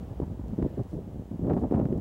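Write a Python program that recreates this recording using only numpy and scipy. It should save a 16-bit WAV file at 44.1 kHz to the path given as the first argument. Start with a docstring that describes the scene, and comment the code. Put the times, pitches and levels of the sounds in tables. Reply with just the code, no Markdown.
"""Two horses on a sand arena: one lands from a jump and canters away, the other canters in close and takes off.
From the start, sand gives way in runs of dull filtered pops, over coloured-noise wind, rustle and hiss
and a thin whine of two sines. Then hooves knock and weight thumps as short decaying sine swings, while
filtered clicks make grit ticks, crust cracks and bright grains, and pops make crunches. Later, kicked-up
sand rains down twice as sparse filtered noise. The sound is almost mono."""
import sys
import numpy as np
from scipy import signal
from scipy.fft import rfft, irfft, next_fast_len
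from scipy.io import wavfile

SR = 44100
rng = np.random.default_rng(int(sys.argv[2]) if len(sys.argv) > 2 else 0)


def master(y):
    """Save y as 16-bit WAV."""
    cut = np.clip(np.atleast_2d(y).T, -1, 1)
    pcm = np.round(cut * 32767)  # scale
    wavfile.write(sys.argv[1], SR, pcm.astype(np.int16))


N = 88376  # samples

# tone of the packed sand: f/Hz, density/dB per Hz (relative)
SAND_TONE = [(18, -52), (35, -7.5), (58, -3.5), (100, 4), (200, 4), (380, -2.5), (650, -12.5), (900, -28),
             (1500, -46), (3000, -69), (8000, -97.5)]
# tone of the breaking crust: f/Hz, density/dB per Hz (relative)
CRUST_TONE = [(300, -8.5), (600, -1), (920, -4.5), (1400, -22), (3000, -45), (9000, -78.5)]
# tone of bright sand grains: f/Hz, density/dB per Hz (relative)
GRAIN_COLOUR = [(1000, -21), (3000, 1), (6000, 0), (11000, -5), (15000, -15)]
# a hoof or a clod knocks on the firm base: t/s at its loudest, peak level/dB, pitch f/Hz
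KNOCK_EVENTS = [(0.202, -17, 340), (0.28, -28.5, 217), (0.396, -25, 239), (0.441, -30, 204),
                (0.535, -21.5, 175), (0.588, -21.5, 290), (0.6273, -17.5, 279), (0.647, -24, 284),
                (0.663, -23, 307), (0.776, -25.5, 266), (0.795, -23, 183), (0.933, -26.5, 260),
                (0.946, -28, 250), (0.974, -34, 192), (1.195, -32, 225), (1.315, -24.5, 208),
                (1.361, -30, 190), (1.395, -22.5, 246), (1.447, -26, 197), (1.470, -21, 310),
                (1.501, -18, 347), (1.51, -26, 377), (1.538, -15, 187), (1.568, -15, 254),
                (1.626, -26, 326), (1.641, -20.5, 253), (1.713, -15, 270), (1.724, -20, 372),
                (1.738, -30, 266), (1.749, -14, 154), (1.763, -22.5, 248), (1.775, -22, 184),
                (1.80, -15.5, 354), (1.817, -19, 260), (1.856, -15.5, 178), (1.863, -20, 235),
                (1.888, -24.5, 296), (1.927, -15, 294), (1.984, -21.5, 248)]


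def from_db(db):
    """Decibels to an amplitude factor."""
    return 10 ** (np.asarray(db) / 20)


def rms_one(x):
    """Scale to an rms of 1."""
    return x / np.sqrt(np.mean(x ** 2) + 1e-20)


def add(out, s, sound):
    """Mix a sound in at a time in seconds, cut at the end of the scene."""
    start = max(int(s * SR), 0)
    out[start:start + len(sound)] += sound[:max(N - start, 0)]


def coloured(x, spectrum, tilt_db=0):
    """Causal (minimum-phase) filter that follows a spectrum, tilted in dB per octave."""
    size = 2 * next_fast_len(len(x))
    bin_hz = np.arange(size // 2 + 1) * SR / size
    octave = np.log2(np.maximum(bin_hz, 1))
    hz, db = np.transpose(spectrum)
    tilted_db = db + tilt_db * np.log2(hz / hz[0])
    shape_db = np.interp(octave, np.log2(hz), tilted_db)
    # folding the cepstrum onto positive time makes the filter minimum-phase
    cepstrum = irfft(np.log(from_db(shape_db)))
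    cepstrum[1:size // 2] *= 2
    cepstrum[size // 2 + 1:] = 0
    response = np.exp(rfft(cepstrum))
    return irfft(rfft(x, size) * response)[:len(x)]


def noise(spectrum):
    """Steady coloured noise with an rms of 1, its filter already run in."""
    white = rng.standard_normal(N + SR // 10)
    return rms_one(coloured(white, spectrum)[-N:])


def pops(size, rate):
    """Clicks at random moments, of uneven strength and either sign; rate is per second."""
    spread_db = 1
    born = (rng.random(size) < rate / SR) * rng.choice([-1, 1], size)
    return born * from_db(spread_db * np.clip(rng.standard_normal(size), -2, 2))


def presses(rows, tone, rate, settle_s):
    """Sand gives way in uneven pops while the hoof presses, then settles exponentially."""
    rise_s = 0.0025
    out = np.zeros(N)
    t = np.arange(SR // 5) / SR
    for s, length, db, *tilt_db in rows:
        onset = np.minimum(t / rise_s, 1)
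        settling = np.exp(-np.maximum(t - length, 0) / settle_s)
        weight = onset * settling
        sand = rms_one(coloured(pops(len(t), rate) * weight, tone, *tilt_db))
        # the level is that under full weight, so longer presses carry more energy
        add(out, s, from_db(db) * np.sqrt(np.mean(weight ** 2)) * sand)
    return out


def blows(rows, cycles):
    """A blow cushioned by sand: a sine swing, widest after the given cycles, that soon dies away."""
    out = np.zeros(N)
    t = np.arange(SR // 10) / SR
    for s, db, hz in rows:
        age = hz * t / cycles
        envelope = (age * np.exp(-age)) ** 3
        swing = np.sin(2 * np.pi * hz * t) * envelope
        # starts early, so the envelope peaks at the listed time
        add(out, s - cycles / hz, from_db(db) * swing / np.abs(swing).max())
    return out


def clicks(rows, tone):
    """Filtered impulses: each row gives a time in seconds and a peak level in dB."""
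    out = np.zeros(N)
    click = coloured(signal.unit_impulse(SR // 20), tone)
    click /= np.abs(click).max()
    for s, db in rows:
        add(out, s, from_db(db) * click)
    return out


def footfalls():
    """Deep sand gives way under each hoof in a short run of dull pops."""
    # footfalls: t/s, length/s, level/dB, brightness tilt/dB per octave
    footfall_events = [(0.0, 0.056, -40.5, -3.5), (0.103, 0.02, -35, -4.5), (0.212, 0.021, -30.5, -1.5),
                       (0.298, 0.044, -37.5, -3), (0.478, 0.058, -34.5, -5), (0.573, 0.023, -28, -2),
                       (0.613, 0.048, -27.5, -.5), (0.675, 0.07, -43, 0), (0.773, 0.036, -29.5, -0.5),
                       (0.92, 0.075, -34, -2), (1.01, 0.11, -43.5, -2.5), (1.185, 0.02, -39.5, -2),
                       (1.309, 0.039, -36.5, -3), (1.412, 0.025, -28.5, -3.5), (1.443, 0.053, -28.5, 2.4),
                       (1.49, 0.028, -23.5, 3), (1.535, 0.061, -27, -0.5), (1.61, 0.055, -27.5, 1.5),
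                       (1.718, 0.034, -26, 4.5), (1.764, 0.035, -25, 1.5), (1.808, 0.057, -29, 1.5),
                       (1.886, 0.023, -29, -.5), (1.913, 0.064, -30, -0.5)]
    return presses(footfall_events, SAND_TONE, rate=480, settle_s=0.011)


def patter():
    """Far hooves and falling clods: small dull pops at random between the footfalls."""
    level_db, pops_per_s, tilt_db_per_octave = -44, 110, -1.5
    dull_pops = coloured(pops(N, pops_per_s), SAND_TONE, tilt_db_per_octave)
    return from_db(level_db) * rms_one(dull_pops)


def wind():
    """Light wind: low coloured noise that rises and lulls."""
    # wind tone: f/Hz, density/dB per Hz (relative)
    wind_tone = [(18, -45), (32, -38), (52, 11), (100, 4.5), (200, -16), (400, -15), (800, -16.5),
                 (1300, -31), (3000, -62.5)]
    # rise and lull of the wind: t/s, level/dB
    wind_level = [(0, -40.5), (.33, -42), (.4, -42.5), (.66, -42), (.86, -42), (1.24, -46), (1.55, -38),
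                  (2, -39)]
    level_db = np.interp(np.arange(N) / SR, *np.transpose(wind_level))
    return from_db(level_db) * noise(wind_tone)


def rustle():
    """A soft rustle, as of thrown sand: faint noise with a narrow-band swell after the landing."""
    # rustle tone: f/Hz, density/dB per Hz (relative)
    rustle_tone = [(500, 3), (1000, 6), (1800, 4.5), (2400, 0.5), (3000, 1.5), (4200, -5), (8000, -12)]
    # course of the rustle: t/s, level/dB
    rustle_level = [(0, -65), (.4, -68), (.7, -65), (.95, -68), (1.25, -68.5), (1.6, -68.5), (2, -68.5)]
    # narrow tone of the swell: f/Hz, density/dB per Hz (relative)
    swell_tone = [(1000, -26), (1780, 1), (3000, -26), (6000, -45)]
    swell_at_s, swell_width_s, swell_db = 0.69, 0.15, -71.5
    t = np.arange(N) / SR
    level_db = np.interp(t, *np.transpose(rustle_level))
    bell = np.exp(-((t - swell_at_s) / swell_width_s) ** 2)
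    swell = from_db(swell_db) * bell * noise(swell_tone)
    return from_db(level_db) * noise(rustle_tone) + swell


def hiss():
    """Steady coloured noise in the centre, plus faint white noise of opposite sign left and right."""
    # hiss tone: f/Hz, density/dB per Hz (relative)
    hiss_tone = [(200, 8.5), (2000, -2), (5000, 3.5), (7200, 8), (9000, 3), (15500, 1)]
    centre_db, side_db = -74.5, -90.5
    side = from_db(side_db) * rng.standard_normal(N) * np.array([[1], [-1]])
    return from_db(centre_db) * noise(hiss_tone) + side


def whine():
    """A thin electrical whine of steady, very high sines."""
    # whine partials: f/Hz, rms level/dB
    whine_partials = [(13980, -89), (15735, -87)]
    t = np.arange(N) / SR
    return sum(np.sqrt(2) * from_db(db) * np.sin(2 * np.pi * hz * t) for hz, db in whine_partials)


def knocks():
    """Hooves and clods strike the firm base, a short pitched swing for each."""
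    return blows(KNOCK_EVENTS, cycles=0.683)


def crust_cracks():
    """The crust cracks at each knock: a filtered click well under the knock's peak."""
    under_knock_db = -17.5
    return clicks([(s, db + under_knock_db) for s, db, hz in KNOCK_EVENTS], CRUST_TONE)


def grit_ticks():
    """Grit against a shoe: single dry clicks."""
    # grit ticks: t/s, peak level/dB
    tick_events = [(0.2, -52), (0.626, -36.5), (1.47, -45), (1.5, -39), (1.535, -37.5), (1.711, -42.5),
                   (1.746, -39), (1.759, -41.5), (1.799, -40), (1.855, -38.5), (1.927, -41)]
    # tone of a tick: f/Hz, density/dB per Hz (relative)
    tick_tone = [(300, -2.5), (1000, 19.5), (1800, 14), (3500, -2.5), (7000, -14.5), (15000, -28)]
    return clicks(tick_events, tick_tone)


def thumps():
    """The weight of the horse comes down: the ground swings low for a cycle or two."""
    # thumps: t/s at the loudest, peak level/dB, pitch f/Hz
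    thump_events = [(0.228, -26.5, 75), (0.635, -23.5, 64), (0.805, -19.5, 115), (1.55, -24, 91),
                    (1.63, -29.5, 93), (1.76, -26, 77.3)]
    return blows(thump_events, cycles=0.84)


def crunches():
    """The crust crunches under the hoof: short runs of finer, denser pops."""
    # crunches: t/s, length/s, level/dB
    crunch_events = [(0.217, 0.019, -45), (0.586, 0.0087, -47), (0.643, 0.009, -50), (0.791, 0.0025, -40),
                     (1.496, 0.02, -36), (1.534, 0.0033, -35.5), (1.564, 0.023, -39),
                     (1.634, 0.0044, -35.5), (1.721, 0.026, -39.5), (1.765, .055, -41.5)]
    return presses(crunch_events, CRUST_TONE, rate=1800, settle_s=0.0068)


def bright_grains():
    """Single grains: clicks finer and brighter than the grit."""
    # bright grains: t/s, peak level/dB
    grain_events = [(0.483, -48), (0.835, -48.5), (1.721, -47.5), (1.978, -50)]
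    return clicks(grain_events, GRAIN_COLOUR)


def sprays():
    """Kicked-up sand rains down: sparse random grains that swell and fade."""
    # sprays: t/s, length/s, level/dB
    spray_events = [(0.877, 0.1, -71.5), (1.541, .1, -72)]
    grains_per_s = 2200
    out = np.zeros(N)
    t = np.arange(SR // 4) / SR
    for s, length, db in spray_events:
        landed = rng.random(len(t)) < grains_per_s / SR
        grains = landed * rng.standard_normal(len(t))
        swell_and_fade = np.sin(np.pi * np.minimum(t / length, 1))
        add(out, s, from_db(db) * swell_and_fade * rms_one(coloured(grains, GRAIN_COLOUR)))
    return out


def scene():
    """Hooves, sand and air almost in the centre, over the hiss and whine."""
    # stereo balance: one row each for left and right, level/dB
    balance_db = [
        [-.06],
        [.06],
    ]
    hooves = footfalls() + patter() + knocks() + thumps() + crunches()
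    grit = crust_cracks() + grit_ticks() + bright_grains() + sprays()
    arena = hooves + grit + wind() + rustle()
    return arena * from_db(balance_db) + hiss() + whine()


def record(dry):
    """The deepest bass is rolled off and the top is cut steeply."""
    low_cut_hz, cutoff_hz = 14, 15900
    low_cut = signal.butter(2, low_cut_hz, "high", fs=SR, output="sos")
    # 0.1 dB passband ripple, 80 dB stopband rejection
    top_cut = signal.ellip(12, .1, 80, cutoff_hz, fs=SR, output="sos")
    return signal.sosfilt(top_cut, signal.sosfilt(low_cut, dry))


dry = scene()
out = record(dry)
master(out)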